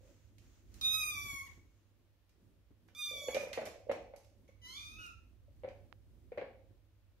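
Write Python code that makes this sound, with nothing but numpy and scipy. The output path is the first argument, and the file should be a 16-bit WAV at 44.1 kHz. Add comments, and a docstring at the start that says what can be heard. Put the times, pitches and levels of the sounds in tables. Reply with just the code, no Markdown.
"""A low rumble, faint hum and hiss come first, with a weak shell hum from a rocked toy; then kittens mew.
Cries are partials on a trembling pitch, shaped by the opening mouth, in a small, live, tiled room.
A hollow plastic track toy knocks on the tiles: a boom of damped modes plus a noisy clack of its walls.
Balls and claws click as short noise cracks; paws thud, something rustles early on, one dry tap comes late."""
import sys
import numpy as np
from scipy import signal
from scipy.fft import rfft, irfft, next_fast_len
from scipy.io import wavfile
from scipy.ndimage import map_coordinates

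SR = 44100
rng = np.random.default_rng(int(sys.argv[2]) if len(sys.argv) > 2 else 0)


def int16_out(signal):
    """Quantize to a 16-bit WAV file."""
    q = np.round(np.clip(np.atleast_2d(signal).T, -1, 1) * 32767)
    wavfile.write(sys.argv[1], SR, q.astype(np.int16))


N = 317512

# Cries: t/s, f/Hz (pitch), level/dB (effort, relative), mouth opening (0-1)
LONG_MEW = [(.811, 1293, -68.5, 1), (.83, 1215, -63, 0.85), (.85, 1253, -56.5, 1), (.905, 1248, -60, 0.84),
            (.945, 1268, -49.5, 0.83), (.975, 1272, -53, 0.58), (1.035, 1231, -55, .33),
            (1.095, 1227, -55, 0.4), (1.125, 1190, -62, 0.68), (1.18, 1150, -60, 0.21),
            (1.23, 1171, -61.5, 0.46), (1.33, 1116, -61.5, 0.29), (1.41, 1084, -67.5, 0),
            (1.455, 1140, -78, 0.05), (1.485, 875, -73.5, 0.01)]
SECOND_MEW = [(2.948, 1173, -75.5, 0.75), (2.995, 1222, -60, 0.55), (3.025, 1202, -59, 0.79),
              (3.08, 1194, -58.5, 0.74), (3.12, 1171, -65, 0.71), (3.23, 1133, -64.5, 0.53),
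              (3.31, 1111, -64, 0.47), (3.345, 1163, -67, .2), (3.385, 1244, -70, 0.147),
              (3.44, 1186, -71.5, 0.045)]
PEEP = [(4.478, 1052, -89.5, 0.0086), (4.505, 1076, -99.5, 0)]
RISING_MEW = [(4.615, 1005, -84.5, 0.73), (4.655, 996, -69, 0.78), (4.73, 1069, -67.5, 1),
              (4.765, 1153, -66, 0.97), (4.8, 1199, -69, 0.51), (4.9, 1219, -71.5, 0.63),
              (4.975, 1296, -79.5, .2), (5.01, 1282, -73.5, 0.051), (5.065, 1221, -77, 0.092)]
ANSWER_MEW = [(4.985, 1445, -79, 0.25), (5.01, 1446, -73.5, 0.26), (5.05, 1425, -70, .3),
              (5.09, 1353, -75, 0.11), (5.14, 1311, -83, 0.18)]
# Lean of cries between microphones: f/Hz, left minus right level/dB
LEAN_LONG = [(1200, -1), (2450, 2), (3700, -4), (5500, 1), (11000, -0.5)]
LEAN_SECOND = [(1200, -10), (2400, -5.5), (3600, 1), (5500, -5), (11000, -3.5)]
LEAN_FAR = [(1200, -1.5), (11000, -1.5)]


def kittens():
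    """Two near cries, then a hoarse peep and a farther, rougher cry that a second kitten joins."""
    long = mew(LONG_MEW, LEAN_LONG, first_db=6.0, bright_db=3.0, wet_db=-6, lag_ms=-0.378,
               jitter=0.002276, catch=23, rasp_db=-41, air_db=-17)
    second = mew(SECOND_MEW, LEAN_SECOND, first_db=-0.5, bright_db=0.0, wet_db=-4, lag_ms=.03,
                 jitter=0.0036, catch=7.2, rasp_db=-44.0, air_db=-9.5)
    peep = mew(PEEP, LEAN_FAR, first_db=4.5, bright_db=-11.5, wet_db=2.5, lag_ms=-.44,
               jitter=0.021, catch=6.7, rasp_db=-1, air_db=-8.5)
    rising = mew(RISING_MEW, LEAN_FAR, first_db=5.0, bright_db=-7, wet_db=-1.5, lag_ms=-.45,
                 jitter=.006, catch=.3, rasp_db=-35, air_db=1)
    answer = mew(ANSWER_MEW, LEAN_FAR, first_db=15, bright_db=-7, wet_db=-8, lag_ms=-0.37,
                 jitter=0.0096, catch=3.4, rasp_db=-26.5, air_db=-19)
    return long + second + peep + rising + answer


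# Throat response beside the main mouth resonance: f/Hz, level/dB
THROAT = [(1200, 0.5), (2400, 3), (3300, -6), (3750, -1), (4200, -6), (5000, -1.5), (5500, -2), (6200, 3.5),
          (6800, 2), (7500, -15), (8100, -11), (8500, -1.5), (10000, -13), (11300, -2), (12300, 0),
          (13700, -13.5), (15500, -21)]
# Spectrum of the breath noise in a cry: f/Hz, level/dB (per Hz, relative)
AIRY = [(600, -23.5), (1300, -0.5), (2000, -20), (2900, -11.5), (3800, -1), (4600, -2), (6400, 2.5),
        (7800, -17), (10000, -7), (11500, -6.5), (12800, -4.5), (14000, -12), (15500, -18)]
# Main mouth resonance, shut to open
SHUT_HZ, OPEN_HZ, MOUTH_WIDTH_HZ = 2245, 3772, 525
SHUT_DB, OPEN_DB = 16, 25.5
NASAL_DB = 9  # loss of the first partial at full opening


def mew(rows, lean, first_db, bright_db, wet_db, lag_ms, jitter, catch, rasp_db, air_db):
    """One cry: partials on a trembling pitch; the mouth resonance rises and strengthens as it opens."""
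    s, *columns = np.transpose(rows)
    t = np.arange(s[0], s[-1], 1 / SR)
    pitch_hz, effort_db, opening = [np.interp(t, s, c) for c in columns]
    order = np.arange(1, 15)[:, None]
    hz = order * pitch_hz

    centre_hz = SHUT_HZ + opening * (OPEN_HZ - SHUT_HZ)
    peak_db = SHUT_DB + opening * (OPEN_DB - SHUT_DB)
    mouth_db = peak_db / (1 + ((hz - centre_hz) / MOUTH_WIDTH_HZ) ** 2)
    # facing the microphones: bright_db per octave above 5 kHz
    facing_db = bright_db * np.log2(np.maximum(hz / 5000, 1))
    nasal_db = (first_db - NASAL_DB * opening) * (order == 1)
    flutter_db = np.array([wobble(60, len(t)) for _ in order])
    gains = amp(effort_db + along(THROAT, hz) + mouth_db + facing_db + nasal_db + flutter_db)

    # folds catch roughly at onset, then settle to a slight tremble
    unrest = 1 + abs(catch) * np.exp(-(t - t[0]) / .005)
    tremble = wobble(200, len(t)) + wobble(900, len(t))
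    pitch_hz = pitch_hz * (1 + jitter * np.sqrt(unrest) * tremble)
    phase = 2 * np.pi * np.cumsum(pitch_hz) / SR
    voice = np.sqrt(2) * np.sum(gains * np.sin(order * phase), axis=0)

    # turbulence: noisy skirt round each partial, plus hiss through the mouth
    voice = voice * (1 + amp(rasp_db) * wobble(1500, len(t)))
    voice = voice + amp(effort_db + air_db) * unrest ** 1.81 * noise(AIRY, len(t))[0]
    fade_in = np.clip((t - t[0]) / 0.0025, 0, 1)
    fade_out = np.clip((t[-1] - t) / 0.0084, 0, 1)
    voice = voice * fade_in * fade_out

    heard = amp(wet_db) * reverb(voice)
    add(heard, 0, placed(voice, lag_ms, pan_db=-1.5))
    out = np.zeros((2, N))
    add(out, s[0], filtered(heard, lambda hz: amp(along(lean, hz) * [[.5], [-.5]])))
    return out


# Knocks on the tiles: t/s, level/dB (relative), f/Hz (shell), clack level/dB (relative to shell)
KNOCKS = [(3.284, -25, 505, -9.5), (3.346, -28, 530, -20), (3.355, -29.5, 493, -11.5),
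          (3.367, -21, 566, -17), (3.413, -37, 578, -2), (3.434, -31, 538, -22), (3.470, -38, 502, -7),
          (3.515, -38, 574, -29), (3.575, -25.5, 518, -6), (3.587, -30, 631, -18.5),
          (3.618, -35, 540, -3.5), (3.672, -35.5, 588, -5), (3.757, -43, 570, -21.5),
          (3.895, -19.5, 555, -17.5), (3.913, -27.5, 559, -5), (4.137, -38.5, 560, -14.5),
          (4.489, -52.5, 536, -19), (5.481, -57, 563, -26), (5.635, -36.5, 539, -11.5),
          (5.645, -31, 538, -14), (5.677, -36.5, 545, -19.5), (6.319, -34.5, 492, -15),
          (6.375, -29.5, 557, -9.5), (6.385, -29.5, 535, -13.5), (6.413, -37, 542, -3),
          (6.42, -35, 496, -19.5)]
# Shell modes beside the main boom: f/Hz, level/dB (relative), t60/s
BODY_MODES = [(228.6, -29.5, 0.1), (732, -20.5, 0.067), (1874, -33, 0.0087), (2165, -32, 0.22)]
# Spectrum of the thin walls' clack: f/Hz, level/dB (per Hz, relative)
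CLACK = [(100, -25), (170, 0.5), (330, 5.5), (520, 14), (780, 8), (1050, 0.5), (1500, 0.5), (2300, 3),
         (3100, -10), (4300, -15), (6200, -47), (7800, -57), (12000, -50.5), (15500, -39.5)]
# Wobbling under a paw: start t/s, end t/s, first level/dB, last level/dB
ROCKING = [(0, .1, -62.5, -66), (3.1, 3.28, -48.5, -47), (3.86, 3.89, -45, -44), (3.98, 4.08, -50, -60)]
ROCK_GAP_S = .028  # mean gap between nudges
SHELL_HZ, SHELL_SCATTER = 550.4, 0.056  # nudge hum; scatter as a share of pitch
CONTACT_S = 0.00024  # rise time constant of a blow
CLACK_T60_S, SNAP_T60_S, SNAP_DB = 0.09, 0.0067, 5.5  # wall chatter; first snap, relative to it


def toy(moved_s=5, first_lag_ms=0.17, later_lag_ms=-0.14):
    """Each knock is a boom of the hollow shell, a snap and a chatter of its walls; nudges only hum."""
    out, t = np.zeros((2, N)), np.arange(SR // 8) / SR
    for s, db, hz, clack_db in KNOCKS:
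        boom = amp(db - 3) * shell(t, hz, attack_s=0.0056, t60_s=0.03)
        for mode_hz, mode_db, t60_s in BODY_MODES:
            gain = amp(db + mode_db + rng.normal(0, 2))
            struck_hz = mode_hz * (1 + .02 * rng.standard_normal())
            boom = boom + gain * shell(t, struck_hz, attack_s=.001, t60_s=t60_s)
        chatter = unit(amp(4 * wobble(450, len(t)))) * amp(-60 * t / CLACK_T60_S)
        snap = amp(SNAP_DB - 60 * t / SNAP_T60_S)
        envelope = (1 - np.exp(-t / CONTACT_S)) ** 2 * (chatter + snap)
        clack = amp(db + clack_db - 7) * noise(CLACK, len(t)) * envelope
        # booms lean right in the first bout, left after moved_s
        lag_ms = first_lag_ms if s < moved_s else later_lag_ms
        add(out, s, placed(boom, lag_ms, pan_db=-lag_ms * 10) + clack)
        add(out, s, reverb(amp(-12.5) * boom + amp(-2.0) * clack[0]))

    for s, db in flurry(ROCKING, ROCK_GAP_S):
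        hum_hz = SHELL_HZ * (1 + SHELL_SCATTER * rng.uniform(-1.4, 1))
        hum = amp(db) * shell(t, hum_hz, attack_s=0.00668, t60_s=0.029)
        add(out, s, placed(hum, first_lag_ms, pan_db=-5.5))
        add(out, s, amp(-3) * reverb(hum))
    return out


def shell(t, hz, attack_s, t60_s):
    """One damped mode of the hollow body: a sine with a soft attack and exponential decay."""
    envelope = (1 - np.exp(-t / attack_s)) * amp(-60 * t / t60_s)
    return envelope / envelope.max() * np.sin(2 * np.pi * hz * t)


# Hard clicks of balls and claws: t/s, level/dB (relative), brightness (dB per octave)
CLICKS = [(.382, -50.5, 2), (.741, -46.5, 4.5), (2.293, -60, 2), (2.879, -63, 10.5), (2.885, -49.5, -8),
          (3.345, -24.5, -2.5), (3.365, -36, -19.5), (3.428, -43.5, 6), (3.530, -26.5, -2.5),
          (3.581, -43, -13), (3.654, -35, 4.5), (3.660, -35.5, -4), (3.915, -39, 0.5), (4.161, -47.5, 5),
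          (4.246, -55.5, 3.5), (5.062, -46.5, 5.5), (5.686, -43, -7.5), (6.376, -45, -7.5),
          (6.414, -41, -12.5)]
# Click spectrum: f/Hz, level/dB (per Hz, relative)
CLICK_COLOUR = [(400, -13), (1200, -4.5), (2400, 7), (3400, 0.5), (4800, 1.5), (6400, 0.5), (7800, -6),
                (10000, -9.5), (12000, -4.5), (15500, -28)]
# Balls rolling on in their track: start t/s, end t/s, first level/dB, last level/dB
ROLLING = [(3.38, 3.5, -44, -51.5), (3.56, 3.8, -52, -64), (4.17, 4.3, -61, -63), (5.5, 5.62, -71, -70)]
TICK_GAP_S, TICK_BRIGHT_DB = 0.032, 3.5  # mean gap; dB per octave


def clicks(crack_t60_s=.014, scatter_t60_s=0.078, scatter_db=-8, wet_db=-2.0):
    """Balls and claws strike hard surfaces: a short crack, scatter off near things, then the room."""
    out, t = np.zeros((2, N)), np.arange(SR // 12) / SR
    decay = amp(-60 * t / crack_t60_s) + amp(scatter_db - 60 * t / scatter_t60_s)
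    envelope = (1 - np.exp(-t / .0012)) * decay
    ticks = [(s, db, TICK_BRIGHT_DB) for s, db in flurry(ROLLING, TICK_GAP_S)]
    for s, db, bright_db in list(CLICKS) + ticks:
        colour = [(hz, level + bright_db * np.log2(hz / 5000)) for hz, level in CLICK_COLOUR]
        crack = amp(db - 8.5) * noise(colour, len(t)) * envelope
        add(out, s, crack * amp([[-3], [1]]))
        add(out, s, amp(wet_db) * reverb(crack[0]) * amp([[-1.5], [1.5]]))
    return out


# Thuds of paws and of the handling: t/s, level/dB (relative)
THUDS = [(0.776, -58), (0.86, -64), (1.245, -49), (1.329, -52), (1.569, -56), (1.651, -60.5),
         (2.704, -57.5), (6.705, -57.5)]
# Thud spectrum: f/Hz, level/dB (per Hz, relative)
THUD_COLOUR = [(30, -4), (80, 5.5), (160, -13), (320, -7.5), (600, -25.5), (1500, -35.5), (5000, -52)]


def handling(tap_s=5.9268):
    """Thuds as decaying dull noise, and one dry tap, a damped cosine, at the right microphone."""
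    out, t = np.zeros((2, N)), np.arange(SR // 6) / SR
    envelope = (1 - np.exp(-t / 0.001)) * amp(-60 * t / 0.18)
    for s, db in THUDS:
        add(out, s, amp(db) * noise(THUD_COLOUR, len(t)) * envelope)
    tap = amp(-31) * np.cos(2 * np.pi * 1100 * t) * np.exp(-t / .00035)
    tap = signal.lfilter(*signal.butter(3, 4200, fs=SR), tap)
    add(out, tap_s, tap * amp([[-28], [0]]))
    return out


# Spectra: f/Hz, level/dB (per Hz, relative)
RUMBLE = [(19, -39), (32, -5), (54, 4.5), (86, 2), (109, 3.5), (116, -9), (129, -11.5), (150, -14.5),
          (170, -22), (220, -50), (370, -120)]
LOW_AIR = [(90, -21.5), (150, 1), (330, 1.5), (450, -10.5), (700, -19), (1500, -32.5)]
HISS = [(260, -39.5), (450, -6.5), (530, -2.5), (745, -11.5), (1760, -14), (2330, -14.5), (3330, -16),
        (5680, -21), (6390, -22.5), (8350, -26.5), (15600, -22)]
RUSTLE_COLOUR = [(800, -5), (2500, -4), (4000, -7), (5200, -7.5), (6600, -1.5), (8500, -13), (9500, -19),
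                 (15000, -13.5)]
# Level curves: t/s, level/dB (relative)
RUMBLE_LEVEL = [(0.0, -62.5), (0.2, -70), (1.08, -58.5), (2.06, -76.5), (2.3, -74), (3.01, -72.5),
                (3.27, -64.5), (3.51, -68), (4.31, -69.5), (4.89, -63.5), (5.33, -66), (5.59, -61),
                (5.88, -64.5), (7.2, -72)]
RUSTLE_LEVEL = [(0, -81), (.5, -80), (1.3, -64.5), (2.2, -104)]
RUMBLE_DB, LOW_AIR_DB = 2.5, -75  # gain on the level curve; mean level
AIR_FOLLOWS = 0.604  # share of the rumble's dB swings


def background():
    """Uneven rumble with low air that follows it, a faint mains hum, hiss, and a rustle that dies away."""
    t = np.arange(N) / SR
    rumble_db = np.interp(t, *np.transpose(RUMBLE_LEVEL))
    rumble_gain = amp(rumble_db + RUMBLE_DB + 1.416 * wobble(6.5, N))
    rumble = rumble_gain * noise(RUMBLE, merge_hz=70) * amp([[-3.2], [2.6]])
    swing_db = AIR_FOLLOWS * (rumble_db - rumble_db.mean())
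    air = amp(LOW_AIR_DB + swing_db + 3.6 * wobble(7, N)) * noise(LOW_AIR)
    hum = amp(-70 + 2.8 * wobble(3, N)) * np.sin(2 * np.pi * 100 * t)
    rustle_db = np.interp(t, *np.transpose(RUSTLE_LEVEL)) + 3.6 * wobble(14, N)
    rustle = amp(rustle_db) * noise(RUSTLE_COLOUR)
    return rumble + air + hum + rustle + amp(-80.5) * noise(HISS)


# Room decay: f/Hz, t60/s
ROOM = [(100, 0.53), (300, 0.42), (550, 0.7), (1200, 0.37), (2400, 0.47), (6000, 0.48), (12000, 0.28),
        (16000, 0.037)]


def reverb(x, build_s=0.0014, merge_hz=650):
    """The room's answer: a fresh diffuse tail, wide in the treble, each band dying at its own speed."""
    hz, t, z = signal.stft(rng.standard_normal((2, SR * 3 // 4)), SR, nperseg=256)
    turn = np.pi / 4 * hz ** 2 / (hz ** 2 + merge_hz ** 2)
    width = np.array([np.cos(turn), np.sin(turn)])[:, :, None]
    z = z * width * amp(-60 * t / along(ROOM, hz)[:, None])
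    mid, side = signal.istft(z * (1 - np.exp(-t / build_s)), SR, nperseg=256)[1]
    tail = np.array([mid + side, mid - side])
    return signal.fftconvolve(x[None], tail / np.linalg.norm(tail[0]), axes=1)


def placed(x, lag_ms, pan_db):
    """A sound reaches the two microphones at slightly different times and levels."""
    sides = np.array([[1], [-1]])
    delay = lambda hz: np.exp(-1j * np.pi * hz * sides * lag_ms / 1000)
    return amp(sides * pan_db / 2) * filtered(x, delay)


def flurry(spans, gap_s):
    """Uneven runs of small contacts, as (t/s, level/dB), each gliding from first level to last."""
    events = []
    for start, end, first_db, last_db in spans:
        chance = rng.standard_normal((16, 2))
        times = start + gap_s * np.abs(np.arange(16) + .25 * chance[:, 0])
        levels = np.interp(times, [start, end], [first_db, last_db]) + 2 * chance[:, 1]
        events += [(s, db) for s, db in zip(times, levels) if s < end]
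    return events


def noise(colour, size=N, merge_hz=900):
    """Coloured stereo noise of rms 1, more alike at both microphones towards the bass."""
    turn = lambda hz: np.pi / 4 * (0.34 + 0.77 * hz / (hz + merge_hz))
    shape = lambda hz: amp(along(colour, hz)) * [np.cos(turn(hz)), np.sin(turn(hz))]
    mid, side = filtered(rng.standard_normal((2, size)), shape)
    return unit(np.array([mid + side, mid - side]))


def wobble(rate_hz, size):
    """A smooth random curve, rate_hz knots a second."""
    knots = rng.standard_normal(size // 8 + 8)
    return map_coordinates(knots, [np.arange(size) * rate_hz / SR + 2], mode="wrap")


def filtered(x, response):
    """Filter x by a response given as a function of f/Hz."""
    size = x.shape[-1]
    m = next_fast_len(size + 4096)
    return irfft(rfft(x, m) * response(np.fft.rfftfreq(m, 1 / SR)), m)[..., :size]


def along(points, hz):
    """Read (f/Hz, value) points on a log axis."""
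    f, v = np.transpose(points)
    return np.interp(np.log(hz + 1), np.log(f + 1), v)


def amp(db):
    """Decibels to gain."""
    return 10 ** (np.asarray(db) / 20)


def unit(x):
    """Scale to rms 1."""
    return x / np.sqrt(np.mean(x ** 2) + 1e-20)


def add(track, s, sound):
    """Mix a sound into the track at time s."""
    start = max(round(s * SR), 0)
    track[:, start:start + sound.shape[-1]] += sound[..., :max(N - start, 0)]


def scene():
    """Everything that sounds in the room."""
    return kittens() + toy() + clicks() + handling() + background()


TOP_HZ, BOTTOM_HZ = 15720, 33.  # band limits


def record(dry):
    """Roll off the deepest rumble and cut everything above the band limit."""
    low_cut = lambda hz: hz ** 4 / np.sqrt(hz ** 8 + BOTTOM_HZ ** 8)
    return filtered(dry, lambda hz: (hz < TOP_HZ) * low_cut(hz))


dry = scene()
out = record(dry)
int16_out(out)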